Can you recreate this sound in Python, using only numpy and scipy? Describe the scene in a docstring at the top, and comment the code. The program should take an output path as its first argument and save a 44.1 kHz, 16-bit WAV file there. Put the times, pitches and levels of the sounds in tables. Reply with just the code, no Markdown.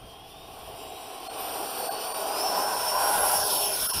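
"""A fan's whine climbs in throttle steps over a swelling rush as a small electric ducted-fan jet takes off
from a paved runway, passing an onlooker a little before 3 s; light wind rumbles on the microphone.
The whine is three blade-passing harmonics; roar, hiss, duct resonances and wind are filtered noise.
An echo from the pavement interferes with the rush: as the jet lifts off the echo lags more, and the
interference sweeps downward. At five instants the sound thins to two hollow tones."""
import sys
import numpy as np
from scipy import signal
from scipy.io import wavfile
from scipy.ndimage import uniform_filter1d

SR = 44100
rng = np.random.default_rng(int(sys.argv[2]) if len(sys.argv) > 2 else 0)


def log_audio(samples):
    """Write samples as a 16-bit WAV file to the path given in sys.argv[1]."""
    # one column per channel
    frames = np.atleast_2d(samples).T
    # limit to full scale, then quantise
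    limited = np.clip(frames, -1, 1)
    pcm = np.round(limited * 32767).astype(np.int16)
    wavfile.write(sys.argv[1], SR, pcm)


N = 176400
TIME = np.arange(N) / SR
FRAME, HOP = 2048, 512  # samples
FRAME_S = np.arange(N // HOP + 5) * HOP / SR
BIN_HZ = np.fft.rfftfreq(FRAME, 1 / SR)
BOUNCE = 0.6  # amplitude reflection of the pavement at low frequency

# Turn from nose-on to tail-on: time_s, roar_tail_share, hiss_tail_share (shares 0-1)
ASPECT = [(0, 0.1, 0.29), (1.4, 0.3, 0), (2.3, 0, 0.28), (2.7, 0.75, 0.51), (3.05, 0.96, 0.52),
          (3.45, 0.7, 1), (4, 0.5, 1)]


def amp(db):
    """Decibel law: 20 dB is a factor of ten in amplitude."""
    return 10 ** (np.asarray(db) / 20)


def unit(x):
    """Normalisation to a root-mean-square amplitude of 1."""
    return x / np.sqrt(np.mean(x ** 2) + 1e-20)


def curve(table, at, axis=1):
    """Linear interpolation of one table column against the first."""
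    rows = np.array(table, float)
    return np.interp(at, rows[:, 0], rows[:, axis])


def colour(table, axis=1, skirt_db_per_octave=38):
    """Spectral envelope in dB, linear in octaves, with a constant slope beyond its ends."""
    rows = np.array(table, float)
    octave = np.log2(BIN_HZ + 1)  # 1 Hz keeps the zero bin finite
    knots = np.log2(rows[:, 0])
    beyond = abs(octave - np.clip(octave, knots[0], knots[-1]))
    return np.interp(octave, knots, rows[:, axis]) - skirt_db_per_octave * beyond


def drift(at, slow_hz, fast_hz):
    """Random modulation of rms 1: slow sinusoids of random phase, the slower ones stronger."""
    rates = np.geomspace(slow_hz, fast_hz, num=24)
    return unit(sum(np.sin(2 * np.pi * (f * at + rng.random())) / np.sqrt(f) for f in rates))


def levelled(shape, level_db):
    """Separation of colour from level: each frame's spectrum is scaled to the given rms."""
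    rms = np.sqrt(np.mean(shape ** 2, axis=-1, keepdims=True))
    return shape / rms * amp(level_db)[:, None]


def play(frames):
    """Inverse short-time Fourier synthesis by overlap-add."""
    return signal.istft(frames.T, nperseg=FRAME, noverlap=FRAME - HOP)[1][:N]


def noise(gain, patchy_db, flutter_db):
    """Turbulence as Gaussian noise, modulated in time-frequency patches and a common flutter."""
    real, imaginary, patches = rng.standard_normal((3, len(FRAME_S), len(BIN_HZ)))
    patches = uniform_filter1d(patches, size=8, axis=0)  # smooth over frames
    patches = unit(uniform_filter1d(patches, size=9, axis=1))  # smooth over bins
    flutter = drift(FRAME_S, 4, 30)[:, None]
    spectrum = (real + 1j * imaginary) * amp(patchy_db * patches + flutter_db * flutter)
    return play(spectrum * gain) / np.std(play(spectrum))


def pavement():
    """Two-path interference: the lag of the ground echo grows with source height over distance."""
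    # Flight path: time_s, distance_m, height_m
    flight_path = [(0, 31, 0.13), (1, 19.1, 0.18), (2, 17.4, .16), (2.5, 12, .16), (2.9, 13.5, .16),
                   (3.3, 17.7, 0.17), (3.45, 16.3, 0.34), (3.65, 16.7, 0.52), (3.85, 23, 1.36),
                   (4, 22.9, 1.9)]
    mic_height_m, bounce_hz, sound_m_per_s = 1.654, 4400, 343
    height_m = curve(flight_path, FRAME_S, axis=2)
    distance_m = curve(flight_path, FRAME_S)
    lag_s = 2 * mic_height_m * height_m / distance_m / sound_m_per_s
    bounce = BOUNCE / (1 + (BIN_HZ / bounce_hz) ** 2)  # the pavement reflects treble less
    return abs(1 + bounce * np.exp(-2j * np.pi * BIN_HZ * lag_s[:, None]))


def turning(table, tail_share):
    """Source directivity: the nose-on spectrum blends, in dB, with the tail-on one."""
    share = np.clip(tail_share, 0, 1)[:, None]
    return amp((1 - share) * colour(table) + share * colour(table, axis=2))


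def exhaust():
    """Jet noise: turbulence of the exhaust, heard as a hollow roar with directional colour."""
    # Roar before the pavement echo: time_s, level_db
    roar_level = [(0.0, -56), (0.1, -56), (0.3, -59), (0.6, -52), (0.9, -50.5), (1.0, -50), (1.2, -49.5),
                  (1.4, -40.5), (1.9, -37.6), (2.0, -39.5), (2.2, -37.5), (2.5, -33.2), (2.6, -32.1),
                  (2.9, -35), (3.0, -30.5), (3.4, -33), (3.6, -34), (3.7, -35.5), (3.9, -38), (4.0, -35)]
    # Relative roar spectrum: frequency_hz, nose_on_db, tail_on_db
    roar_colour = [(169, -20, -20.5), (264, -15.5, -23), (450, -4, -14.5), (530, -5, -11),
                   (603, -7.5, -8.0), (660, 0.5, -7), (840, 2, 2), (845, -5.5, -5), (960, -9.5, 0.5),
                   (1080, -6, -3), (1204, -10.5, -17.5), (1360, -12, -6.5), (1585, -17.5, -5.5),
                   (1753, -20.5, -22.0), (1970, -25.5, -19.5)]
    shape = turning(roar_colour, curve(ASPECT, FRAME_S))
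    gain = levelled(shape, curve(roar_level, FRAME_S))
    return noise(gain * pavement(), patchy_db=2.0, flutter_db=0.45)


def duct_hiss():
    """Broadband blade noise: air torn by the blades, its upper mids and treble levelled apart."""
    # Hiss before the pavement echo: time_s, upper_mids_db, treble_db
    hiss_level = [(0.0, -61, -60.5), (0.33, -58, -58.5), (0.65, -54, -52), (1.3, -47.5, -49.5),
                  (1.42, -42, -42.5), (1.83, -40.5, -39.58), (1.95, -41, -44), (2.14, -41, -41.5),
                  (2.48, -35.5, -36.5), (2.62, -37.26, -37.5), (3.32, -34, -28.5), (3.46, -34, -30.5),
                  (3.58, -35, -28.83), (3.78, -37, -33.5), (3.83, -34.5, -29), (4.01, -37.5, -35.5)]
    # Relative hiss spectrum: frequency_hz, nose_on_db, tail_on_db
    hiss_colour = [(1900, -12.5, -17.5), (2050, -21.5, -23), (2413, -5, -12.5), (3030, -4.0, -7.5),
                   (4040, -5.5, -12.5), (4953.0, -1.5, -6.0), (5820, -1, -7), (5970, -8.5, -11.0),
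                   (6280, -15.5, -14.5), (6660, -26, -12.0), (6950, -18.5, -16.0), (7400, -12.5, -18.5),
                   (7830, -12.5, -11.5), (8160, -25, -25), (8450, -13, -17.0), (9160, -3, 0), (9240, 2, -4),
                   (9940, -9, -8.5), (11200, -15.5, 2), (11230, -21.0, -12), (11600, -17.0, -3),
                   (11890, -5, -15), (12016.0, -5.5, 1), (12600, -16, -9), (13100, -20, -10.0),
                   (12791.0, -18, -14), (12900, -5, -7.5), (13700, -8.5, -1), (14255.0, -14, -13.0),
                   (14772.0, -19, -17), (15116.0, -20, -16), (15590.0, -31.0, -20)]
    split_hz = 6640
    shape = turning(hiss_colour, curve(ASPECT, FRAME_S, axis=2))
    treble = BIN_HZ > split_hz
    upper_mids_gain = levelled(shape * ~treble, curve(hiss_level, FRAME_S))
    treble_gain = levelled(shape * treble, curve(hiss_level, FRAME_S, axis=2))
    return noise((upper_mids_gain + treble_gain) * pavement(), patchy_db=1.57, flutter_db=1.05)


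def duct_ring():
    """Resonance: noise shaped by duct modes, whose balance changes as the tail turns to the listener."""
    # Relative modes heard from ahead: frequency_hz, half_width_hz, strength_db
    modes_ahead = [(281, 44, -12), (425, 43, -5.5), (656, 16, -5), (754, 48, -0.5), (1077, 65, -6),
                   (3030, 530, -0.5)]
    # Relative modes heard from the side and behind: frequency_hz, half_width_hz, strength_db
    modes_behind = [(410, 21, -10), (624, 19.4, -0.5), (765, 59, -4.5), (992, 29, 1), (1460, 26, -9.5)]
    # Ring level before the pavement factor: time_s, ahead_db, behind_db
    ring_level = [(0, -50.5, -80), (.35, -48.5, -83), (.7, -43.5, -75), (1.2, -42, -68), (1.45, -38, -48),
                  (1.85, -44.5, -49), (2.2, -42.5, -36), (2.55, -37, -36.5), (2.85, -45.5, -37),
                  (3.08, -52, -31.5), (3.25, -58, -35), (3.55, -60, -31), (3.8, -65, -34), (4, -70, -42)]
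    power = 0
    for axis, modes in enumerate([modes_ahead, modes_behind], start=1):
        shape = 0
        for hz, width, db in modes:
            shape = shape + amp(db) / np.sqrt(width) / (1 + ((BIN_HZ - hz) / width) ** 2)
        power = power + levelled(shape, curve(ring_level, FRAME_S, axis=axis)) ** 2
    echo = pavement() / (1 + BOUNCE)  # full reinforcement counts as 1
    return noise(np.sqrt(power) * echo, patchy_db=1.5, flutter_db=-0.13)


def whine(jitter=0.0013, flicker_db=2.0, fuzz=0.16, fuzz_hz=60):
    """Blade-passing harmonics, wavering in the air, with turbulent sidebands that grow with order."""
    # Fan pitch: time_s, blade_passing_hz
    fan_pitch = [(0.0, 3185.0), (0.2, 3242.5), (0.3, 3478.0), (0.44, 3708.0), (0.75, 3794.0), (1.0, 3835.5),
                 (1.17, 3915.5), (1.24, 4100.0), (1.29, 4283.0), (1.36, 4460.0), (1.75, 4468.0),
                 (2.0, 4490.5), (2.2, 4598.0), (2.33, 4895.5), (2.44, 5376.0), (2.65, 5372.5),
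                 (2.87, 5369.0), (3.0, 5540.5), (3.1, 5552.5), (3.25, 5500.0), (3.5, 5435.0),
                 (3.75, 5380.0), (4.0, 5345.5)]
    # Harmonics before the mix gain: time_s, first_db, second_db, third_db
    harmonic_level = [(0.0, -59, -77, -62), (0.2, -55.5, -94.0, -81.2), (0.3, -61, -77, -65.0),
                      (0.4, -54.5, -79, -75.0), (0.6, -76, -77.0, -84.7), (0.7, -71, -74, -79.2),
                      (0.8, -63, -62, -85.4), (1.0, -55.5, -61, -83.8), (1.1, -63, -63.0, -74.0),
                      (1.2, -56, -66.0, -70.0), (1.2, -69.0, -85, -56.0), (1.3, -51, -53, -75),
                      (1.4, -69, -51.0, -43), (1.7, -59, -50.0, -51.5), (1.8, -47.5, -44, -43),
                      (2.0, -46, -45, -51), (2.0, -55, -53, -50.5), (2.1, -46.5, -37, -46),
                      (2.3, -50, -58.0, -49), (2.4, -34, -58.3, -71.0), (2.4, -33.5, -42, -61),
                      (2.6, -38, -50.0, -63), (2.8, -41, -50.0, -69.0), (2.9, -33, -52, -69.0),
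                      (3.0, -39.5, -39.6, -56), (3.0, -34, -37.5, -69.0), (3.2, -41, -32.5, -69.0),
                      (3.3, -35, -30.0, -69.0), (3.4, -33, -35.5, -69.0), (3.5, -41.8, -34, -69.0),
                      (3.5, -35, -32, -69.0), (3.7, -38, -34, -69.0), (3.8, -36.5, -37.0, -69.0),
                      (3.9, -39.5, -32.5, -69.0), (4.0, -32.5, -39, -69.0)]
    # Brief fades of the first harmonic: centre_s, half_length_s, depth_db
    fades = [(3.118, 0.022, -8), (3.188, 0.022, -10), (3.316, 0.023, -14), (3.47, .02, -12),
             (3.775, .025, -10)]
    pitch_hz = curve(fan_pitch, TIME) * (1 + jitter * drift(TIME, 6, 90))
    phase = 2 * np.pi * np.cumsum(pitch_hz) / SR
    smooth = signal.butter(2, fuzz_hz, fs=SR, output="sos")
    fade_db = sum(db * np.exp(-((TIME - s) / half) ** 2) for s, half, db in fades)
    out = np.zeros(N)
    for k in range(1, len(harmonic_level[0])):
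        slow_noise = unit(signal.sosfilt(smooth, rng.standard_normal((2, N))))
        in_phase, quadrature = fuzz * np.sqrt(k) * slow_noise
        tone = (np.sqrt(2) + in_phase) * np.cos(k * phase) + quadrature * np.sin(k * phase)
        flickering = unit(tone * amp(flicker_db * drift(TIME, 6, 25)))
        level_db = curve(harmonic_level, TIME, axis=k) + (k == 1) * fade_db
        out += flickering * amp(level_db)
    return out


def wind():
    """Wind noise: low-frequency turbulence at the microphone, in lumpy gusts."""
    # Wind rumble: time_s, level_db
    wind_level = [(0.0, -58), (0.04, -46), (0.08, -54.5), (0.75, -53.5), (1.08, -63.5), (1.47, -56.5),
                  (1.69, -61.5), (3.13, -55), (3.16, -49), (3.79, -54.5), (3.84, -45), (3.92, -62),
                  (3.97, -36), (4.0, -45)]
    # Relative wind spectrum: frequency_hz, strength_db
    wind_colour = [(15, -9), (35, -1.5), (70, -1), (110, -2.5), (150, -6.5), (300, -14), (800, -48)]
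    gain = levelled(amp(colour(wind_colour)), curve(wind_level, FRAME_S))
    return noise(gain, patchy_db=0.5, flutter_db=1.0)


def thinned(sound, dip_db=-15, tone_stretch=1.16, spread_hz=60):
    """Brief thinnings: as the sound dips, two clusters of three close sines make short, rough, hollow tones."""
    # Thinnings: centre_s, half_length_s, low_hz, low_db, high_hz, high_db
    thinnings = [(1.287, 0.0074, 720, -36.5, 4290, -51), (1.898, 0.011, 728, -28.5, 1550, -42),
                 (2.135, 0.0058, 1022, -33, 4600, -67), (3.882, 0.011, 1370, -39.5, 13400, -32),
                 (3.924, 0.0082, 1004, -33.5, 13200, -40)]
    for s, half, low_hz, low_db, high_hz, high_db in thinnings:
        u = (TIME - s) / half
        sound = sound * amp(dip_db * np.exp(-u ** 2))
        for hz, db in (low_hz, low_db), (high_hz, high_db):
            cluster = 0
            for offset_hz in (-spread_hz, 0, spread_hz):
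                cluster = cluster + np.sin(2 * np.pi * ((hz + offset_hz) * TIME + rng.random()))
            # the tones outlast the dip by tone_stretch
            sound = sound + amp(db) * unit(cluster) * np.exp(-(u / tone_stretch) ** 2)
    return sound


def scene(whine_db=0.5):
    """Superposition in mono: the thinnings act on the noises, and the whine is added untouched."""
    rush = exhaust() + duct_hiss() + duct_ring() + wind()
    return (thinned(rush) + amp(whine_db) * whine())[None]


def record(dry, cutoff_hz=15700):
    """Band limitation by a linear-phase low-pass filter."""
    lowpass = signal.firwin(1023, cutoff_hz, window=("kaiser", 9), fs=SR)
    return signal.oaconvolve(dry, lowpass[None], "same")


dry = scene()
out = record(dry)
log_audio(out)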